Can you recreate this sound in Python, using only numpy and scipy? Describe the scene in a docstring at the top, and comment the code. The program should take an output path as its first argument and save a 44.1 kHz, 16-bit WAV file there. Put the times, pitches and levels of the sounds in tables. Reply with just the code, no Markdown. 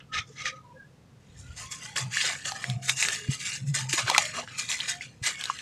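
"""Dry sand crumbled over a tub of water

Two hands crumble a block of dry sand over a plastic tub of muddy water, close to the microphone.
Thin trickles come first, then crunches that die away over a sifting flow: shaped swarms of grain ticks.
Decaying sines and noise cracks make the snapping crusts, plopping lumps, bubbles and thudding clods.
Soft low booms of landing sand, faint wavering tones, hiss and rumble lie underneath."""
import sys
import numpy as np
from scipy import signal
from scipy.fft import rfft, irfft
from scipy.io import wavfile
from scipy.ndimage import uniform_filter1d

SR = 44100
rng = np.random.default_rng(int(sys.argv[2]) if len(sys.argv) > 2 else 0)


def unload_audio(sound):
    """Save the sound as a 16-bit wav file, at the path given as the first command line argument."""
    columns = np.transpose(np.atleast_2d(sound))
    # keep every value between -1 and 1, then stretch to whole-number steps
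    steps = np.round(np.clip(columns, -1, 1) * 32767)
    wavfile.write(sys.argv[1], SR, steps.astype(np.int16))


N = 247401
TIME_S = np.arange(N) / SR
FLOW_STEP = 44  # samples between flow curve points
FLOW_TIME_S = TIME_S[::FLOW_STEP]

FLOOR_DB, BOOM_HZ, LOWPASS_HZ = -60, 131.7, 15150
SNAP_T60_S, PLOP_T60_S = 0.0041, 0.022
TRICKLE_FADE_DB_PER_S, CRUNCH_FADE_DB_PER_S = 533, 290
SIFT_COARSE_DB, SIFT_FINE_DB = -5.5, -4

# Background hiss spectrum: (frequency [Hz], relative level [dB])
HISS_SPECTRUM = [(15, -41), (25, -21.5), (128, -1.5), (354, -14), (501, -8), (604, -16), (7090, -30.5),
                 (15000, -46.5)]
# Background rumble spectrum: (frequency [Hz], relative level [dB])
RUMBLE_SPECTRUM = [(20, -24), (70, 9.5), (110, 7.5), (250, -22), (800, -77)]
# Faint tones over the water: (mid time [s], rms at the middle [dB], mean frequency [Hz], half length [s])
WATER_TONES = [(0.172, -36, 1270, 0.051), (0.303, -55, 436, 0.022), (0.405, -38, 2186, .0071),
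               (.503, -52.5, 525, 0.061), (.504, -49, 1253, 0.11), (0.693, -54, 976, 0.059),
               (.76, -54, 521, 0.023), (0.812, -52.5, 1652, 0.046), (1.484, -54.5, 1423, 0.051),
               (1.69, -53.5, 1058, 0.098), (1.981, -52, 860, 0.12), (2.55, -51, 787, 0.083),
               (2.765, -51.5, 707, 0.15), (3.08, -52, 418, 0.037), (3.248, -52, 419, 0.077),
               (3.254, -49.5, 2820, .1), (3.886, -51.5, 888, 0.1), (4.211, -46.5, 615, 0.093),
               (4.956, -54, 713, 0.061), (5.375, -43, 2220, 0.035)]
# Clods thudding: (time [s], level [dB], frequency [Hz], t60 [s])
CLOD_THUDS = [(3.2858, -11, 135, 0.088), (3.934, -18, 332, 0.034), (4.361, -43, 241, 0.4),
              (5.215, -20, 117, 0.04)]
# Tub booming under a load of sand: (peak time [s], peak level [dB], rise [s], fall [s])
TUB_BOOMS = [(2.045, -30, 0.036, 0.056), (2.705, -25, 0.018, 0.04), (2.766, -26, 0.0083, 0.012),
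             (2.94, -41.5, 0.22, 0.038), (3.635, -29.5, 0.028, 0.021), (3.695, -22, 0.026, 0.043),
             (3.839, -32.5, 0.052, .091), (4.05, -30.5, 0.019, 0.012)]
# Restless low water: (frequency [Hz], relative level [dB])
RESTLESS_SPECTRUM = [(40, -22), (90, -3), (132, 4), (200, -7), (300, -12.5), (700, -94)]
# Level of the restless low water: time [s], level [dB]
RESTLESS_TIMES_S, RESTLESS_DB = [0, 1.2, 2, 4.3, 5.6], [-56, -57.5, -53.5, -52.0, -57.0]
# Dry crusts snapping: (time [s], level before colouring [dB], ring [Hz], relative crack level [dB])
CRUST_SNAPS = [(1.965, -8, 2910, -13), (2.6416, -2.5, 1860, -12.5), (2.6995, -11, 3480, -2.5),
               (2.8950, 2.5, 2230, -5), (2.8975, -1, 3700, -2), (3.0261, 3, 2270, -4.5),
               (3.0509, -3, 2230, -20), (3.0855, -2.5, 1760, -1), (3.1344, -24.5, 2170, 10),
               (4.1482, 3.5, 2170, -14), (4.2544, -13, 3100, 2), (4.4762, -15.5, 1520, -17),
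               (4.6898, -14, 4040, -13), (4.716, -8, 3240, -1), (4.79, -20, 2300, 3),
               (4.803, -8, 3080, -10), (4.8074, -8.5, 3900, -18), (5.411, -13, 3240, -2),
               (5.4386, -15, 3740, 8), (5.4557, -11.5, 4000, -2.5), (5.589, -17, 2960, -16)]
# Lumps smacking into water: (time [s], level before colouring [dB], air pocket [Hz], relative crack level [dB])
LUMP_PLOPS = [(.456, -15, 1900, -19), (2.17, -9, 1760, -2), (3.99, -14, 560, -2), (2.5195, -17.5, 805, 5),
              (4.08, -12.5, 1530, -13), (4.099, -6, 940, 8.5), (4.1135, -9, 760, -11),
              (4.1627, -8.5, 1300, -5), (4.1797, -7.5, 2380, -16), (4.18, -2.5, 827, 12),
              (5.0091, -22.5, 2120, -10), (5.499, -6, 1110, -26)]
# Colour of snaps and plops: (frequency [Hz], gain [dB])
IMPACT_COLOUR = [(60, -30), (150, -10), (450, -18.5), (800, -6), (4300, 4.5), (8000, -3.5),
                 (11800, -12.0), (12400, -23), (15000, -36)]
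# Colours of the two flows: (frequency [Hz], relative level [dB])
TRICKLE_SPECTRUM = [(200, -14), (1080, -26.5), (1250, -5), (1420, -8.5), (1850, -8), (2400, -4.5),
                    (3400, -5.5), (4700, -11), (6100, -7), (7800, -21), (9500, -32), (15000, -53)]
CRUMBLE_SPECTRUM = [(150, -34), (350, -21), (600, -23.5), (850, -18), (1400, -10.5), (1800, -4.5),
                    (2500, -3), (3800, -5), (4900, -6), (7300, -1.5), (9000, -12), (11800, -23.5),
                    (12400, -32), (15000, -34)]
# Hollow tub resonances: (frequency [Hz], width [Hz], gain [dB])
TUB_RESONANCES = [(846, 36, 8.5), (1224, 40, 16), (1738, 155, 8.5), (2200, 160, 5.5)]
# Unevenness of the bands, greatest in a thin flow: (flow level [dB], depth [dB])
PATCH_DEPTHS = [(-55, 5.2), (-28, 3.2)]
# Weights of the two grain sizes over the spectrum: (frequency [Hz], weight [1])
COARSE_WEIGHT, FINE_WEIGHT = [(1000, 0.87), (1600, 0)], [(3200, 0.02), (6500, 0.86)]
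# Weight of the patch depth: (frequency [Hz], weight [1])
PATCH_WEIGHT = [(3000, 1), (8000, .75)]
# Thin streams of sand meeting the water:
# (start [s], rise [s], hold [s], relative flow level [dB], coarse crumbs [dB], fine grains [dB])
TRICKLE_SPILLS = [(0.0, 0.0028, 0.0025, -46, -8, -33), (.114, .045, .035, -30, 2, -5.5),
                  (.262, .015, 0.093, -66.5, 10, 18), (.345, 0.044, 0.062, -41.5, 3, 1),
                  (.449, 0.0092, 0.026, -27.5, -5, -4), (.54, 0.026, 0.007, -58, 5, 0)]
# Block giving way under the fingers:
# (start [s], rise [s], hold [s], relative flow level [dB], coarse crumbs [dB], fine grains [dB])
CRUNCH_SPILLS = [(1.36, 0.033, .01, -65, 15, 15), (1.55, 0.035, 0.038, -45.5, 10, 4),
                 (1.70, 0.023, 0.0089, -43, -2, 5), (1.805, 0.031, 0.019, -47, 7, 2),
                 (1.955, .01, .02, -29.5, 11, -1), (2.085, 0.097, 0.085, -30, -10, -4.5),
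                 (2.21, 0.061, 0.049, -32, 9.5, -5), (2.445, 0.015, 0.027, -36, 10.5, 0.5),
                 (2.52, 0.045, .15, -44.5, 14.5, -3), (2.812, 0.023, 0.044, -44.5, -13, 2.5),
                 (2.872, 0.018, 0.0045, -33, 8, 5), (2.935, 0.085, 0.016, -32, -6, 2),
                 (3.01, 0.017, 0.077, -34.5, 11, -0.5), (3.115, 0.0087, 0.028, -35, -9, 0.5),
                 (3.29, 0.029, 0.024, -38.5, -6, 1.5), (3.37, .06, .13, -39, -12, 0),
                 (3.435, .025, .03, -36.5, -8, -5), (3.655, 0.023, .01, -52.5, -13, 8),
                 (3.735, 0.02, 0.0025, -29, 0, 1), (3.775, 0.016, 0.013, -35, 6, -2),
                 (3.885, 0.013, 0.0026, -34.5, -15, 4), (3.926, 0.0047, 0.0034, -27.5, 1, 2),
                 (3.97, 0.016, 0.0034, -26.5, 11.5, -3), (4.04, 0.048, 0.099, -32.5, 16, -8),
                 (4.18, .015, 0.024, -35.5, 14, 1), (4.325, 0.034, 0.028, -34.5, 16, -6.5),
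                 (4.472, 0.0083, 0.076, -46.5, 4, -26), (4.568, 0.024, 0.0053, -33.5, -6, 1),
                 (4.675, 0.033, 0.028, -31.5, 0.5, -1.5), (4.78, 0.028, 0.052, -38, 2.5, -8),
                 (4.862, 0.032, 0.01, -31, -3, -2.5), (5.0, 0.026, 0.0093, -41, -11, -10.5),
                 (5.22, 0.028, .02, -32.5, 1, 0), (5.255, 0.017, .01, -26.5, 4, -5),
                 (5.365, 0.039, 0.1, -40, 2.5, -7.5)]
# Loose sand sifting between crunches: (time [s], relative flow level [dB])
SIFTING = [(1.2, -72.5), (1.55, -57), (1.9, -49), (2.08, -65), (2.4, -47), (2.779, -65), (3.2, -45.5),
           (3.65, -70.5), (4.25, -36.5), (4.46, -59), (4.65, -45), (4.97, -54.5), (5.19, -69),
           (5.36, -55.5), (5.6, -45)]


def gain_of(db):
    """Decibels to amplitude factor."""
    return 10 ** (np.asarray(db) / 20)


def evened(x):
    """Scales to rms 1."""
    return x / np.sqrt(np.mean(x ** 2) + 1e-20)


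def read(points, hz):
    """Interpolates a spectrum table on a log-frequency axis."""
    table_hz, value = np.transpose(points)
    return np.interp(np.log(hz + 1), np.log(table_hz + 1), value)


def add(mix, start_s, sound):
    """Mixes a sound in at start_s."""
    part = mix[max(round(start_s * SR), 0):][:len(sound)]
    part += sound[:len(part)]


def coloured(x, points):
    """Filters x by a spectrum table."""
    hz = np.fft.rfftfreq(len(x), 1 / SR)
    return irfft(rfft(x) * gain_of(read(points, hz)), len(x))


def wander(rate_hz):
    """Noise with a Gaussian low-pass, rms 1."""
    hz = np.fft.rfftfreq(N, 1 / SR)
    lowpass = np.exp(-(hz / rate_hz) ** 2)
    return evened(irfft(rfft(rng.standard_normal(N)) * lowpass, N))


def walls(x, echo_db, t60_s, count=40):
    """Random early echoes between the water and the tub's wall, quickly dying away."""
    delay_s = rng.uniform(.0015, .03, count)
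    taps = np.zeros(SR // 20)
    taps[(delay_s * SR).astype(int)] = rng.choice([-1, 1], count) * gain_of(-60 * delay_s / t60_s)
    taps /= np.linalg.norm(taps)
    return x + gain_of(echo_db) * signal.oaconvolve(x, taps)[:N]


def background():
    """Faint shaped hiss, and a low rumble that swells twice early on."""
    hiss = evened(coloured(rng.standard_normal(N), HISS_SPECTRUM))
    rumble = evened(coloured(rng.standard_normal(N), RUMBLE_SPECTRUM))
    swell = np.exp(-((TIME_S - .18) / 0.043) ** 2) + np.exp(-((TIME_S - 1.5) / 0.16) ** 2)
    return gain_of(FLOOR_DB) * hiss + gain_of(-45.0) * swell * rumble


def tones():
    """Breathy sines: wavering pitch, noise-modulated phase and level, smooth swell and fade."""
    clock_s = np.cumsum(1 + .013 * wander(40)) / SR
    fuzz = .78 + .45 * (wander(60) + 1j * wander(60))
    out = np.zeros(N)
    for middle_s, db, hz, half_s in WATER_TONES:
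        swell = gain_of(db) * np.exp(-np.abs((TIME_S - middle_s) / half_s) ** 3)
        tone = (fuzz * np.exp(2j * np.pi * hz * clock_s)).real
        out += swell * np.sqrt(2) * tone
    return out


def thuds(onset_s=0.0044, overtone_ratio=1.63, overtone_db=-4):
    """A soft clod knocks the tub: a low mode and an overtone decaying twice as fast."""
    t_s, out = np.arange(SR // 4) / SR, np.zeros(N)
    onset = 1 - np.exp(-(t_s / onset_s) ** 2)
    for start_s, db, hz, t60_s in CLOD_THUDS:
        fade = gain_of(-60 * t_s / t60_s)
        mode = fade * np.sin(2 * np.pi * hz * t_s)
        overtone = fade ** 2 * np.sin(2 * np.pi * hz * overtone_ratio * t_s)
        add(out, start_s, gain_of(db) * (mode + gain_of(overtone_db) * overtone) * onset)
    return out


def booms(overtone_ratio=1.5, overtone_db=-17):
    """Landing sand sways water and tub floor in low modes, over a restless low noise."""
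    turns = np.cumsum(BOOM_HZ * (1 + .06 * wander(35))) / SR
    swell = np.zeros(N)
    for peak_s, db, rise_s, fall_s in TUB_BOOMS:
        width_s = np.where(TIME_S < peak_s, rise_s, fall_s)
        swell += gain_of(db) * np.exp(-((TIME_S - peak_s) / width_s) ** 2)
    overtone = wander(15) * np.sin(2 * np.pi * overtone_ratio * turns)
    ring = np.sin(2 * np.pi * turns) + gain_of(overtone_db) * overtone
    stirring = gain_of(np.interp(TIME_S, RESTLESS_TIMES_S, RESTLESS_DB))
    restless = evened(coloured(rng.standard_normal(N), RESTLESS_SPECTRUM))
    return swell * ring + stirring * restless


def snaps_and_plops(crack_s=0.0017, onset_s=0.00057):
    """Each break or smack: a short noise crack plus the ring of a crumb or trapped air pocket."""
    t_s, out = np.arange(2048) / SR, np.zeros(N)
    onset = 1 - np.exp(-t_s / onset_s)
    for rows, t60_s in (CRUST_SNAPS, SNAP_T60_S), (LUMP_PLOPS, PLOP_T60_S):
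        for start_s, db, hz, crack_db in rows:
            ring = np.sin(2 * np.pi * hz * t_s) * gain_of(-60 * t_s / t60_s)
            crack = gain_of(crack_db - 7.5) * rng.standard_normal(len(t_s)) * np.exp(-t_s / crack_s)
            add(out, start_s, gain_of(db) * (ring + crack) * onset)
    return walls(coloured(out, IMPACT_COLOUR), echo_db=-12.5, t60_s=0.087)


def swells(rows, fade_db_per_s):
    """Each spill rises, holds and dies away; yields amplitude over time and grain mix [dB]."""
    for start_s, rise_s, hold_s, db, coarse_db, fine_db in rows:
        age_s = FLOW_TIME_S - start_s
        opening = np.sin(np.pi / 2 * np.clip(age_s / rise_s, 0, 1)) ** 2
        fade_db = fade_db_per_s * np.maximum(age_s - rise_s - hold_s, 0)
        yield opening * gain_of(db - fade_db), coarse_db, fine_db


def together(spills):
    """Adds spills in power; returns (time [s], flow [dB], coarse crumbs [dB], fine grains [dB])."""
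    power = sum(np.outer(gain_of([0, coarse_db, fine_db]), level) ** 2
                for level, coarse_db, fine_db in spills)
    flow_db, coarse_db, fine_db = 10 * np.log10(power + 1e-12)
    return FLOW_TIME_S, flow_db, coarse_db - flow_db, fine_db - flow_db


def falling_sand():
    """All that leaves the hands once crumbling starts: crunches plus sifting."""
    sift_s, sift_db = np.transpose(SIFTING)
    sifting = gain_of(np.interp(FLOW_TIME_S, sift_s, sift_db)) * (FLOW_TIME_S >= sift_s[0])
    crunches = swells(CRUNCH_SPILLS, CRUNCH_FADE_DB_PER_S)
    return together([*crunches, (sifting, SIFT_COARSE_DB, SIFT_FINE_DB)])


def bubbles(size_db=-9, decay_cycles=5, pitch_rise=0.017, count=380):
    """Crumbs drag down air pockets: rising, decaying sines whose level follows flow and coarseness."""
    flow_s, flow_db, coarse_db, _ = falling_sand()
    t_s, out = np.arange(SR // 10) / SR, np.zeros(N)
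    for when, pitch, size in rng.random((count, 3)):
        start_s, hz = when * flow_s[-1], 480 * 7 ** pitch
        age = t_s * hz / decay_cycles
        sand_db = np.interp(start_s, flow_s, flow_db + (1 - pitch) * coarse_db)
        db = size_db + sand_db + 8 * pitch - 12 * size
        ring = np.sin(2 * np.pi * hz * t_s * (1 + pitch_rise * age / 2))
        add(out, start_s, gain_of(db) * ring * np.exp(-age) * (1 - np.exp(-10 * age)))
    return out


def grains(per_s, spread_db, decay_cycles, dust_db, count=48):
    """Ticks of random size in log-spaced pitch bands, over the even hiss of dust."""
    t_s, out = np.arange(600) / SR, np.zeros(N)
    for hz in np.geomspace(450, 13000, count):
        # small, high-pitched grains outnumber large ones; per_s is the nominal rate
        number = int(per_s * N / SR * np.sqrt(hz / 3000) / count)
        at, size, sign = rng.random((number, 3)).T
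        size_db = spread_db * np.minimum(-np.log(size), 3.5)
        hits = np.bincount((at * N).astype(int), np.sign(sign - .5) * gain_of(size_db), N)
        tick = np.sin(2 * np.pi * hz * t_s) * np.exp(-t_s * hz / decay_cycles)
        out += np.sqrt(hz) * evened(signal.oaconvolve(hits, tick)[:N])
    return evened(evened(out) + gain_of(dust_db) * rng.standard_normal(N))


def flow(texture, colour, flow_s, flow_db, coarse_db, fine_db, clump_db):
    """Grains coloured by tub and grain mix, arriving in clumps as the flow swells."""
    hz, t_s, z = signal.stft(texture, SR, nperseg=1024, noverlap=768)
    tub_db = sum(db / (1 + (2 * (hz - f) / width) ** 2) for f, width, db in TUB_RESONANCES)
    shape = gain_of(read(colour, hz) + tub_db)
    body = (hz > 1300) & (hz < 5000)  # level reference
    shape /= np.sqrt(np.sum(shape[body] ** 2) / len(hz))
    coarse = np.outer(read(COARSE_WEIGHT, hz), np.interp(t_s, flow_s, coarse_db))
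    fine = np.outer(read(FINE_WEIGHT, hz), np.interp(t_s, flow_s, fine_db))
    # the hollow of the hand keeps changing shape: narrow bands come and go, loudness holds
    blur = np.outer(np.hanning(10), np.hanning(26))
    patches = evened(signal.fftconvolve(rng.standard_normal(z.shape), blur, "same"))
    depth_db = np.interp(np.interp(t_s, flow_s, flow_db), *np.transpose(PATCH_DEPTHS))
    patches = gain_of(np.outer(read(PATCH_WEIGHT, hz), depth_db) * patches)
    patches /= np.sqrt(uniform_filter1d(patches ** 2, size=45, axis=0))
    z = z * shape[:, None] * gain_of(coarse + fine) * patches
    level = gain_of(np.interp(TIME_S, flow_s, flow_db) + clump_db * wander(43))
    return signal.istft(z, nperseg=1024, noverlap=768)[1][:N] * level


def trickle():
    """Fine sand fizzes into the water as a swarm of tiny ringing bubbles."""
    texture = grains(per_s=6000, spread_db=2, decay_cycles=8, dust_db=-3)
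    spills = together(swells(TRICKLE_SPILLS, TRICKLE_FADE_DB_PER_S))
    return gain_of(-2.5) * flow(texture, TRICKLE_SPECTRUM, *spills, clump_db=1.5)


def crumble():
    """The block gives way grain by grain: short ticks, echoed by the tub."""
    texture = grains(per_s=6000, spread_db=4.3, decay_cycles=2.5, dust_db=-6)
    texture = evened(walls(texture, echo_db=-6.0, t60_s=0.027))
    return gain_of(-1.0) * flow(texture, CRUMBLE_SPECTRUM, *falling_sand(), clump_db=1.0)


def scene():
    """All sources at one microphone."""
    surroundings = background() + tones()
    tub = thuds() + booms()
    sand = snaps_and_plops() + bubbles() + trickle() + crumble()
    return (surroundings + tub + sand)[None]


def record(dry):
    """Soft overload rounds the loudest smacks; a low-pass then limits the band."""
    ceiling = .95
    rounded = ceiling * np.tanh(dry / ceiling)
    lowpass = signal.firwin(511, LOWPASS_HZ, window=("kaiser", 9), fs=SR)
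    return signal.oaconvolve(rounded, lowpass[None], "same")


dry = scene()
out = record(dry)
unload_audio(out)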